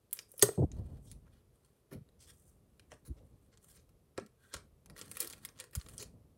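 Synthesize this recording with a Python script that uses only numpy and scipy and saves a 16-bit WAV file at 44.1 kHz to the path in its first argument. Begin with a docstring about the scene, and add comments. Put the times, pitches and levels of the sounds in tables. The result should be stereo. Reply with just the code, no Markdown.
"""Sleeved cards and a disc on a wooden table

Close stereo pickup in a small room: cards, a disc and stickers in thin plastic sleeves are laid out.
The film snaps, crackles and rustles in bursts of coloured noise; a stiff card clacks off the disc and rings.
Set-down knocks ring the disc's modes, bumps boom in the tabletop, and forearms rub as low, filtered noise.
One sleeve squeaks on the wood; close reflections, a short diffuse tail and faint room air surround it all."""
import sys
import numpy as np
from scipy import signal
from scipy.fft import rfft, irfft
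from scipy.io import wavfile

SR = 44100
rng = np.random.default_rng(int(sys.argv[2]) if len(sys.argv) > 2 else 0)


def transcribe(u):
    """Save the signal u as a 16-bit wav file named by the first command-line argument.

    u: samples, shape (n,) or (channels, n), limited to [-1, 1]; the rate is SR.
    q: integer samples, one column per channel.
    """
    v = np.clip(np.atleast_2d(u).T, -1, 1)
    q = np.round(v * 32767).astype(np.int16)
    wavfile.write(sys.argv[1], SR, q)


N = 280917
TIME = np.arange(N) / SR

# a card's edge springing off the disc: start_s, level_db (before each layer's trim)
CLACK_TIMES = [(0.4238, -14.5), (0.425, -13), (0.4273, -15.5), (0.4302, -16.5)]


def from_db(db):
    """Decibels to gain."""
    return 10 ** (np.asarray(db) / 20)


def rms_one(x):
    """Scale to rms 1."""
    return x / np.sqrt(np.mean(x ** 2) + 1e-20)


def colour(x, points):
    """Causal (minimum-phase) filter whose gain follows (Hz, dB) points."""
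    size = 16384 if x.shape[-1] > SR else 2048
    hz, db = np.transpose(points)
    grid = np.maximum(np.fft.rfftfreq(size, 1 / SR), 1)
    gain = from_db(np.interp(np.log(grid), np.log(hz), db))
    # folding the cepstrum forward in time gives the minimum phase
    cepstrum = irfft(np.log(gain))
    cepstrum[1:size // 2] *= 2
    cepstrum[size // 2 + 1:] = 0
    response = irfft(np.exp(rfft(cepstrum)))[:size // 2]
    filtered = signal.oaconvolve(np.atleast_2d(x), response[None], axes=1)
    return filtered[:, :x.shape[-1]].reshape(x.shape)


def low_pass(x, hz, order):
    """Butterworth low-pass."""
    return signal.sosfilt(signal.butter(order, min(hz, SR / 2 - 1), fs=SR, output="sos"), x)


def high_pass(x, hz):
    """Second-order Butterworth high-pass."""
    return signal.sosfilt(signal.butter(2, hz, "high", fs=SR, output="sos"), x)


def resonate(x, hz, width_hz):
    """One narrow resonance."""
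    b, a = signal.iirpeak(hz, hz / width_hz, fs=SR)
    return signal.lfilter(b, a, x)


def ports(pair):
    """Two unrelated signals become left and right: alike in the bass, apart in the treble."""
    # difference between the two microphone ports: frequency_hz, side_re_mid_db
    port_width = [(150, -61), (350, -45.5), (700, -12), (1400, -6), (2800, -1), (5500, 0.5), (10000, -7.5),
                  (15000, -7.5)]
    mid, side = pair[0], colour(pair[1], port_width)
    return mid + side * [[1], [-1]]


def noise(size):
    """White noise as the two ports hear it."""
    return ports(rng.standard_normal((2, size)))


def pan(x, db):
    """Lean to the left: left minus right is db."""
    return x * from_db([[db / 2], [-db / 2]])


def lean(x, points):
    """Pan each frequency by its own (Hz, left minus right dB) amount."""
    hz, db = np.transpose(points)
    left = colour(x[0], np.c_[hz, db / 2])
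    right = colour(x[1], np.c_[hz, -db / 2])
    return np.stack([left, right])


def add(track, s, sound):
    """Mix a sound in at time s."""
    at = max(round(s * SR), 0)
    track[:, at:at + sound.shape[-1]] += sound[:, :N - at]


def waver(hz):
    """Slow random motion with an rms of 1."""
    return rms_one(low_pass(rng.standard_normal(N), hz, order=2))


def strokes(starts, lengths, levels_db, attack_s, fade_db_per_s):
    """Gain of a series of hand movements: each swells, holds and, its length over, dies away."""
    t, power = TIME[::32], 0  # coarse steps suffice for a slow gain
    for s, length, db in zip(starts, lengths, levels_db):
        swell = np.clip((t - s) / attack_s, 0, 1)
        fade_db = fade_db_per_s * np.maximum(t - s - length, 0)
        power = power + (swell * from_db(db - fade_db)) ** 2
    return np.interp(TIME, t, np.sqrt(power))


def grains(per_s, size_db, smooth_db):
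    """Random tiny slips of uneven size, each dying over a millisecond or so, on smooth friction."""
    born = rng.random(N) < per_s / SR
    sizes = from_db(size_db * np.minimum(rng.exponential(1, N), 4)) * born
    power = signal.lfilter([1], [1, -np.exp(-1 / (0.0014 * SR))], sizes ** 2 + 1e-18)
    return noise(N) * np.sqrt(power / power.mean() + from_db(smooth_db) ** 2)


def crack(spectrum, rise_s, flutter_db, flutter_t60):
    """A millisecond burst, then the sheet's short flutter; the energy is that of 1 ms at rms 1."""
    t = TIME[:SR // 16]
    burst = (t / rise_s * np.exp(1 - t / rise_s)) ** 6
    flutter = from_db(flutter_db - 60 * t / flutter_t60) * np.minimum(t / rise_s, 1) ** 2
    sound = colour(noise(len(t)) * (burst + flutter), spectrum)
    return rms_one(sound) * np.sqrt(SR / 1000 / len(t))


def modal_ring(hz, gain, t60, contact_s):
    """Decaying sines, one for each mode, that swell over the time of contact."""
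    t = TIME[:SR // 2]
    decay = from_db(-60 * t / t60[:, None])
    modes = gain[:, None] * decay * np.sin(2 * np.pi * hz[:, None] * t)
    return modes.sum(axis=0) * (1 - np.exp(-t / contact_s)) * np.ones((2, 1))


def room_air():
    """The still room: faint steady noise, strongest in the bass."""
    # colour of the still room: frequency_hz, level_db (relative)
    air_colour = [(15, -40.5), (25, -9), (64, -0.5), (114, 0.5), (317, -12.5), (394, -6), (887, -22.5),
                  (1130, -21), (1560, -28), (7110, -33), (11000, -28.5), (14800, -34.5), (16000, -49.5)]
    return from_db(-71) * rms_one(colour(noise(N), air_colour))


def film_spectrum(body_db, sheen_db):
    """Each facet of film has its own balance of body and sheen and mild resonances of its own."""
    # common colour of the film: frequency_hz, level_db
    film_colour = [(60, -49), (250, -13.5), (450, 2.5), (780, -16), (1050, -6), (1500, -3.5), (2900, -4),
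                   (4500, -2.5), (7000, -3.5), (10000, 5), (13000, -5.5), (16000, -7)]
    grid = np.geomspace(60, 16000, 48)
    hz, db = np.transpose(film_colour)
    common = np.interp(np.log(grid), np.log(hz), db)
    # body counts in full below 1.9 kHz, sheen above 11.8 kHz
    tilt = np.interp(np.log(grid), np.log([1900, 4570, 7000, 11807]), [body_db, 0, 0, sheen_db])
    facet = 4 * rng.standard_normal(len(grid))
    return np.c_[grid, common + tilt + facet]


def film_crack(body_db, sheen_db):
    """One buckle of the limp film, which stops fluttering almost at once."""
    return crack(film_spectrum(body_db, sheen_db), rise_s=.0013, flutter_db=-7, flutter_t60=.042)


def film_snaps(level_db, body_db, sheen_db, count):
    """A buckling crease tips neighbours over, each later and weaker; count includes the first."""
    # loudest buckles of the film, before the trims passed in: start_s, level_db, body_db, sheen_db
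    snaps = [(0.11, -51, -9, -9), (0.1286, -19, -13, 3), (0.1697, -44.5, 2, -23), (0.189, -29.5, -7, -29),
             (0.316, -42, -45, 4), (0.379, -35, -18, 15), (0.3937, -29.5, -5, -4.5),
             (0.7157, -43.5, -12, -46), (1.114, -39, -10.5, -13.5), (1.127, -53, -6.5, -18),
             (1.647, -56.5, -7.5, -17), (2.088, -60.5, -0.5, -20), (2.227, -55, -10, -17),
             (2.295, -55, -5, -12), (2.7949, -46, -0.5, -25.5), (2.9173, -40.5, 12, -19),
             (3.573, -50.5, -9, -28.5), (3.891, -60, -0.5, -7), (4.177, -30, 4.5, -29),
             (4.197, -45, 6, -28), (4.262, -51.5, 1.5, -16), (4.5384, -29, -7, -26.5), (4.542, -29, 3, -22),
             (4.566, -41, 2, -17), (4.8587, -48, -4, -17.5), (4.898, -43.5, 3, -16), (4.9631, -43, -3, -29),
             (4.9785, -42.5, 5, -14), (5.0127, -32, -1.5, -29), (5.1134, -31.5, -5, -9),
             (5.1567, -43, 2, -12), (5.1693, -29.5, -4.5, -3), (5.2027, -17, -17, -5),
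             (5.206, -27.5, -8, -13), (5.2164, -35, -15, -13), (5.227, -31, 2, -7), (5.246, -35.5, 2, -1),
             (5.2727, -32, -19, -8.5), (5.2991, -34, -8, -11), (5.3061, -37.5, -3, -13),
             (5.3259, -36, -19, -20), (5.3328, -38.5, -4.5, -16.5), (5.4491, -29, -5.5, -5.5),
             (5.455, -38, -6, -11.5), (5.4875, -43, 4.5, -35), (5.5771, -55, -6, -24),
             (5.588, -44.5, -11, -39), (5.5995, -31, -13.5, -20), (5.606, -36.5, -5, -12),
             (5.6393, -41.5, 7.5, -7), (5.7099, -56.5, -10, -2), (5.7316, -47, 6, -11),
             (5.7511, -26.5, -9.5, -8.5), (5.7553, -28.5, -5.5, -8.5), (5.7972, -45, -6.5, -34),
             (5.8121, -42, -3, -27), (5.8621, -44.5, 0, -46), (5.8855, -40.5, -5, -12.5),
             (5.979, -31.5, -25, -20), (6.007, -39, -12, -31), (6.025, -35.5, 1.5, -5.5)]
    mean_gap_s, follow_loss_db = 0.0053, 13
    out = np.zeros((2, N))
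    for s, db, body, sheen in snaps:
        gaps = mean_gap_s * (.5 + rng.random(count))
        for k, gap in enumerate(gaps):
            snap = film_crack(body + body_db, sheen + sheen_db)
            add(out, s, from_db(db + level_db - k * follow_loss_db) * snap)
            s = s + gap
    return pan(out, db=1.6)


def slide_gains():
    """How strongly the sleeves scrape and hiss; the film catches and lets go as it slides."""
    # sleeves sliding over card and wood, before layer trims: start_s, length_s, scrape_db, hiss_db
    slides = [(0.117, 0.032, -63.5, -58.5), (0.274, 0.15, -82, -69.5), (0.465, 0.11, -66, -69.5),
              (0.697, 0.25, -75.5, -81.5), (0.997, 0.072, -87, -70.5), (1.302, 0.061, -72, -83.5),
              (1.515, 0.21, -82, -83.5), (2.243, .25, -88, -73), (2.621, 0.84, -89.5, -89),
              (3.602, 0.15, -75, -69.5), (4.388, 0.17, -74, -77), (4.951, 0.056, -54, -61),
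              (5.053, .1, -70, -63.5), (5.129, 0.18, -57.5, -61), (5.392, 0.052, -63.5, -67.5),
              (5.544, 0.028, -60.5, -73), (5.774, 0.23, -69.5, -69)]
    s, length, scrape_db, hiss_db = np.transpose(slides)
    grip = from_db(1.5 * waver(hz=21.85))
    scrape = grip * strokes(s, length, scrape_db, attack_s=0.045, fade_db_per_s=172)
    hiss = grip * strokes(s, length, hiss_db, attack_s=0.045, fade_db_per_s=172)
    return scrape, hiss


def film_crinkles(push, body_db, sheen_db, count):
    """A moving sleeve buckles at random across count facets: light pushes swish, firm ones crackle."""
    crinkles_per_s, crinkle_db, spread_db = 81, 7.5, 0.5
    firm_push_db, growth = -57.5, 0.73
    born = rng.random(N) < crinkles_per_s / SR
    # crinkles grow faster than the push itself
    force = push * (push / from_db(firm_push_db)) ** growth
    uneven_db = spread_db * np.clip(rng.standard_normal(N), -2, 2)
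    sizes = born * force * from_db(crinkle_db + uneven_db)
    dealt, out = rng.integers(0, count, N), 0
    for k in range(count):
        snap = film_crack(body_db, sheen_db)
        out = out + signal.oaconvolve([sizes * (dealt == k)], snap, axes=1)[:, :N]
    return pan(out, db=1.6)


def sleeve_rustle(scrape, hiss, scrape_db, hiss_db):
    """Film drags over card and wood and hisses against itself; its facets crackle, each in its own colour."""
    # film against card and wood: frequency_hz, level_db
    scrape_colour = [(500, -22.5), (1000, -4.5), (1550, -2.5), (2600, -8), (4200, -2), (6000, -9.5),
                     (9000, -35)]
    # film against film: frequency_hz, level_db
    hiss_colour = [(3000, -20), (6000, 0), (9000, 6), (12000, 0), (16000, -5)]
    facet_hz, slips = np.geomspace(500, 16000, 36), 0
    for _ in range(4):
        facet = np.c_[facet_hz, 5 * rng.standard_normal(len(facet_hz))]
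        # one facet after another takes over, so the colour keeps shifting
        share = from_db(3.5 * waver(hz=22))
        crackle = colour(grains(per_s=160, size_db=3.5, smooth_db=-4), facet)
        slips = slips + share * rms_one(crackle)
    low = scrape * from_db(scrape_db) * rms_one(colour(slips, scrape_colour))
    high = hiss * from_db(hiss_db) * rms_one(colour(slips, hiss_colour))
    return pan(low + high, db=2.0)


def disc_knocks():
    """Every knock rings the same modes; a soft contact spares the high ones, the grip damps and detunes them."""
    # disc in its sleeve knocking on the table: start_s, level_db, contact_brightness_hz,
    # free_share (of the ring time, left by the fingers), pitch_factor
    hits = [(0.339, -49, 693, 0.36, 1.34), (0.4279, -13.5, 590, 0.92, 1.025),
            (0.4895, -19.5, 680, 0.32, 1.104), (1.915, -48, 1193, 1, 1), (2.9194, -44.5, 1500, 0.28, 1.8),
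            (2.927, -40, 1207, 0.24, 1.55), (4.1819, -26.5, 1010, 0.32, 0.96),
            (4.207, -48, 1090, 0.24, 1.5), (4.225, -50, 900, 0.31, 0.76), (4.5374, -46, 2500, 0.31, 0.9)]
    # modes of disc and sleeve when let free: frequency_hz, level_db, t60_s
    disc_modes = [(398, 0, .075), (398, -22, .38), (120, -15, .2), (185, -17, .09), (455, -14, .04),
                  (542, -8, .07), (630, -14, .05), (800, -13, .04), (980, -8, .04), (1150, -6, .05),
                  (1400, -7, .04), (1750, -1, .05), (2030, -8, .04), (3400, -10, .03), (3970, -7, .03)]
    out = np.zeros((2, N))
    hz, mode_db, t60 = np.transpose(disc_modes)
    for s, db, bright_hz, free, pitch in hits:
        gain = from_db(db + mode_db) / np.hypot(1, (hz / bright_hz) ** 2)
        add(out, s, modal_ring(hz * pitch, gain, t60 * free, contact_s=0.0011))
    return high_pass(out, hz=94.0)


def film_scuffs(level_db):
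    """A sleeve catches and drags: a tight run of tiny slips."""
    # short drags, before the level trim: start_s, level_db (rms), length_s, body_db, sheen_db
    drags = [(0.382, -53.5, 0.055, 5, -3), (0.411, -29, 0.0058, -17.5, -30), (1.058, -65.5, 0.053, -12, -6),
             (1.244, -72, 0.033, 19, -20), (1.906, -55.5, 0.03, 9.5, 3), (2.19, -61, 0.057, -3.5, -7),
             (2.263, -59, 0.045, 1, -6), (2.899, -62.5, 0.042, 9, -14.5), (3.048, -56, 0.014, 8.5, 3.5),
             (3.163, -70, 0.017, 3.5, -24), (3.514, -68.5, 0.026, 0, -24), (3.675, -64, 0.038, -4, 4),
             (3.735, -68.5, 0.063, -0.5, -25.5), (4.165, -55, 0.021, 13, -20.5),
             (4.516, -52.5, 0.052, -3, -24), (5.187, -43.5, 0.038, 0, -5), (5.589, -49.5, 0.014, 7, -19),
             (5.724, -58, 0.026, 10, 1), (5.975, -48, 0.052, -0.5, -6.5)]
    out, slips = np.zeros((2, N)), grains(per_s=260, size_db=1.0, smooth_db=-2.5)
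    t = TIME[:SR // 4]
    for s, db, length, body, sheen in drags:
        at = round(s * SR)
        stroke = np.minimum(t / 0.02, 1) * from_db(-60 * np.maximum(t - length, 0) / 0.086)
        sound = colour(slips[:, at:at + len(t)] * stroke, film_spectrum(body, sheen))
        add(out, s, from_db(db + level_db) * rms_one(sound) * np.sqrt(length / t[-1]))
    return pan(out, db=1.5)


def card_clack(crack_db):
    """A stiff edge slips free and chatters."""
    # colour of the stiff card: frequency_hz, level_db
    card_colour = [(100, -46.5), (600, -16.5), (1400, -5), (1650, -12), (1900, -3.5), (2400, -18),
                   (3100, -7.5), (4500, -7.5), (5700, -9.5), (6500, 6), (7400, -6), (8400, 6), (9000, -2.5),
                   (10000, 5.5), (12500, -1.5), (16000, -11.5)]
    out = np.zeros((2, N))
    for s, db in CLACK_TIMES:
        clack = crack(card_colour, rise_s=0.00074, flutter_db=-13.5, flutter_t60=0.068)
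        add(out, s, from_db(db + crack_db) * clack)
    return pan(out, db=2.2)


def card_ring(ring_db):
    """The first clack sets the card ringing briefly, close to the microphone."""
    # the card's own modes: frequency_hz, level_db (re first clack, before ring_db), t60_s
    card_modes = [(1520, -28, 0.055), (1928.4, -13, 0.027), (3093, -24, 0.0083), (4670, -22, 0.062),
                  (7010, -15.5, 0.028), (6559, -11.5, 0.034), (6560, -19, 0.041), (8770, -21, .05),
                  (9500, -11.5, 0.027), (9170, -16, 0.028)]
    out = np.zeros((2, N))
    hz, mode_db, t60 = np.transpose(card_modes)
    s, db = CLACK_TIMES[0]
    gain = from_db(db + ring_db + mode_db)
    add(out, s, modal_ring(hz, gain, t60, contact_s=0.00065))
    return pan(out, db=3)


def card_shimmer(swell_s):
    """After the clack the card trembles against its sleeve, which keeps clusters of close modes ringing."""
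    # clusters of high modes: centre_hz, width_hz, level_db (re first clack), t60_s (until stilled)
    clusters = [(2200, 1200, -45, .3), (4760, 1300, -38, 0.4), (6753, 900, -32.5, 0.37),
                (8350, 500, -31.5, 0.51), (9755, 1800, -31, .26), (13240, 2500, -30, .18)]
    out, t = np.zeros((2, N)), TIME[:SR // 2]
    s, db = CLACK_TIMES[0]
    # the hand comes down on the sleeve after 0.19 s and stills it at 300 dB/s
    damping_db = 300 * np.maximum(t - .19, 0)
    chatter = grains(per_s=260, size_db=4.5, smooth_db=-2)[:, :len(t)]
    for hz, width, level, t60 in clusters:
        edges = [hz - width / 2, hz + width / 2]
        band = signal.sosfilt(signal.butter(2, edges, "band", fs=SR, output="sos"), chatter)
        decay = from_db(db + level - 60 * t / t60 - damping_db)
        add(out, s, decay * np.minimum(t / swell_s, 1) * rms_one(band))
    return pan(out, db=2)


def table_bumps(boom_db, boom_width_hz):
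    """A soft, rough push by hand or packet sets the tabletop booming for a moment."""
    # bumps on the tabletop: start_s, level_db (rms), length_s, boom_hz, top_hz
    pushes = [(0.575, -27.5, 0.041, 135.5, 671), (0.617, -27, 0.034, 101, 680),
              (0.651, -48.5, .03, 54.5, 200), (1.918, -47.5, 0.069, 130, 600),
              (1.978, -54.5, 0.044, 122.6, 196), (2.928, -60.5, 0.025, 110, 402),
              (3.076, -41.5, 0.048, 63.6, 335), (3.169, -69.5, 0.088, 517, 776),
              (4.18, -42.5, 0.015, 520, 1290), (4.191, -56, 0.07, 219, 780), (5.218, -56.5, 0.06, 352, 810),
              (5.755, -36.5, 0.03, 59.7, 170.5), (5.986, -56.5, 0.058, 425, 700)]
    out, t = np.zeros((2, N)), TIME[:SR // 4]
    for s, db, length, boom_hz, top_hz in pushes:
        push = noise(len(t)) * np.sqrt(np.abs(np.sin(np.pi * np.minimum(t / length, 1))))
        # the hand settles: its rasp loses 24 dB while the boom carries on
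        rasp = push * from_db(-24 * t / length)
        boom = resonate(push, boom_hz, boom_width_hz)
        thud = high_pass(low_pass(rasp + from_db(boom_db) * boom, top_hz, order=6), hz=43.7)
        add(out, s, from_db(db) * rms_one(thud) * np.sqrt(length / t[-1]))
    return out


def arm_rub(level_db):
    """Cloth dragging on the tabletop makes it rumble, the deeper the more weight is on it."""
    # drags of forearm or packet, before the level trim: start_s, length_s, level_db,
    # extra_boom_db (from its weight)
    rubs = [(0.64, 0.027, -52, -4), (0.712, 0.11, -51.5, 7), (0.88, 0.066, -59, 3), (1.04, 0.034, -61, 7.5),
            (1.231, 0.04, -63.5, 2), (2.0, 1.94, -69.5, 0), (3.141, 0.041, -62, 0), (4.523, 0.04, -60.5, 4),
            (4.847, 0.64, -58, -16.5), (5.83, 0.32, -57, -4)]
    # colour of the rubbed wood: frequency_hz, level_db
    wood_colour = [(15, -44), (25, -25), (49, -3), (95, -5), (300, -18), (338, -22.5), (460, -25),
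                   (537, -25.5), (1050, -39.5), (1500, -54), (1950, -84), (3300, -120)]
    s, length, db, boom_db = np.transpose(rubs)
    drag = strokes(s, length, db + level_db, attack_s=0.029, fade_db_per_s=57)
    weight = strokes(s, length, db + boom_db + level_db, attack_s=0.029, fade_db_per_s=57)
    pressure = from_db(2.5 * waver(hz=18.3))  # the arm presses unevenly
    rumble = pressure * rms_one(colour(noise(N), wood_colour))
    boom = low_pass(rumble, hz=135, order=1)
    return drag * (rumble - boom) + weight * boom


def sleeve_squeak():
    """Stick and slip drives two narrow resonances of a sleeve nudged along the wood."""
    # swell and fade of the squeak: time_s, level_db
    nudge = [(4.36, -94), (4.419, -74), (4.452, -63), (4.486, -78), (4.525, -58), (4.55, -87)]
    # resonances of the sleeve: frequency_hz, width_hz, level_db (relative)
    squeak_modes = [(1552, 48, 4.5), (3380, 110, -11.5)]
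    s, db = np.transpose(nudge)
    slips, tone = noise(N), 0
    for hz, width, level in squeak_modes:
        tone = tone + from_db(level) * resonate(slips, hz, width)
    sounding = (TIME > s[0]) * (TIME < s[-1])
    return from_db(np.interp(TIME, s, db)) * sounding * rms_one(tone)


def near_echoes(x):
    """Tabletop and packets throw the film's sound straight back, combing it at about the same power."""
    # close reflections: delay_s, level_db (re direct)
    reflections = [(.00095, -18.5), (.0021, -16.5), (.0037, -9.5)]
    out, power = x.copy(), 1
    for delay, db in reflections:
        add(out, delay, from_db(db) * x)
        power = power + from_db(db) ** 2
    return out / np.sqrt(power)


def room(x, wet_db, t60, first_s):
    """A diffuse tail, fed from the left channel, that builds up as the first walls answer."""
    # colour of the tail: frequency_hz, level_db (relative)
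    tail_colour = [(100, 3.5), (500, 9.5), (1500, 3.5), (2800, -1.5), (4500, -1.5), (7000, -6), (8500, 1.5),
                   (11000, -6), (16000, -4.5)]
    t = TIME[:SR * 2 // 3]
    envelope = from_db(-60 * t / t60) * np.minimum(t / first_s, 1) ** 2
    tail = colour(noise(len(t)) * envelope, tail_colour)
    tail = rms_one(tail) / np.sqrt(len(t))
    return from_db(wet_db) * signal.fftconvolve(x[:1], tail, axes=1)[:, :N]


def off_axis(x):
    """An all-pass makes the left port trail the right in the treble, by half a cycle near 3 kHz."""
    centre_hz, width_hz = 2957, 2000
    poles = signal.iirpeak(centre_hz, centre_hz / width_hz, fs=SR)[1]
    return np.stack([signal.lfilter(poles[::-1], poles, x[0]), x[1]])


def scene():
    """All the handling in the room, over its faint background."""
    # uneven radiation of the card toward the two ports: frequency_hz, left_minus_right_db
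    card_lean = [(1500, 0.5), (5000, 1), (9000, 2), (11500, -3.5), (15000, -7)]
    scrape, hiss = slide_gains()
    film = film_snaps(level_db=-2, body_db=6.5, sheen_db=10.0, count=3)
    film = film + film_crinkles(np.hypot(scrape, hiss), body_db=3.5, sheen_db=-6.5, count=8)
    film = film + film_scuffs(level_db=-0.5)
    rustle = sleeve_rustle(scrape, hiss, scrape_db=-2.0, hiss_db=2) + sleeve_squeak()
    knocks = disc_knocks()
    clack = card_clack(crack_db=2)
    ring = high_pass(card_ring(ring_db=5.0), hz=900) + card_shimmer(swell_s=.015)
    wood = table_bumps(boom_db=13.0, boom_width_hz=53.4) + arm_rub(level_db=0.5)
    tail = room(film + clack + from_db(-5) * knocks, wet_db=-16.5, t60=0.2, first_s=0.029)
    sleeves = off_axis(near_echoes(film + rustle) + tail)
    card = lean(clack + ring, card_lean)
    return sleeves + card + knocks + wood + room_air()


def record(dry):
    """The microphone sheds the deepest bass; the top is cut steeply above 16.1 kHz."""
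    thin = high_pass(dry, hz=23.3)
    return signal.sosfilt(signal.ellip(10, .1, 80, 16100, fs=SR, output="sos"), thin)


dry = scene()
out = record(dry)
transcribe(out)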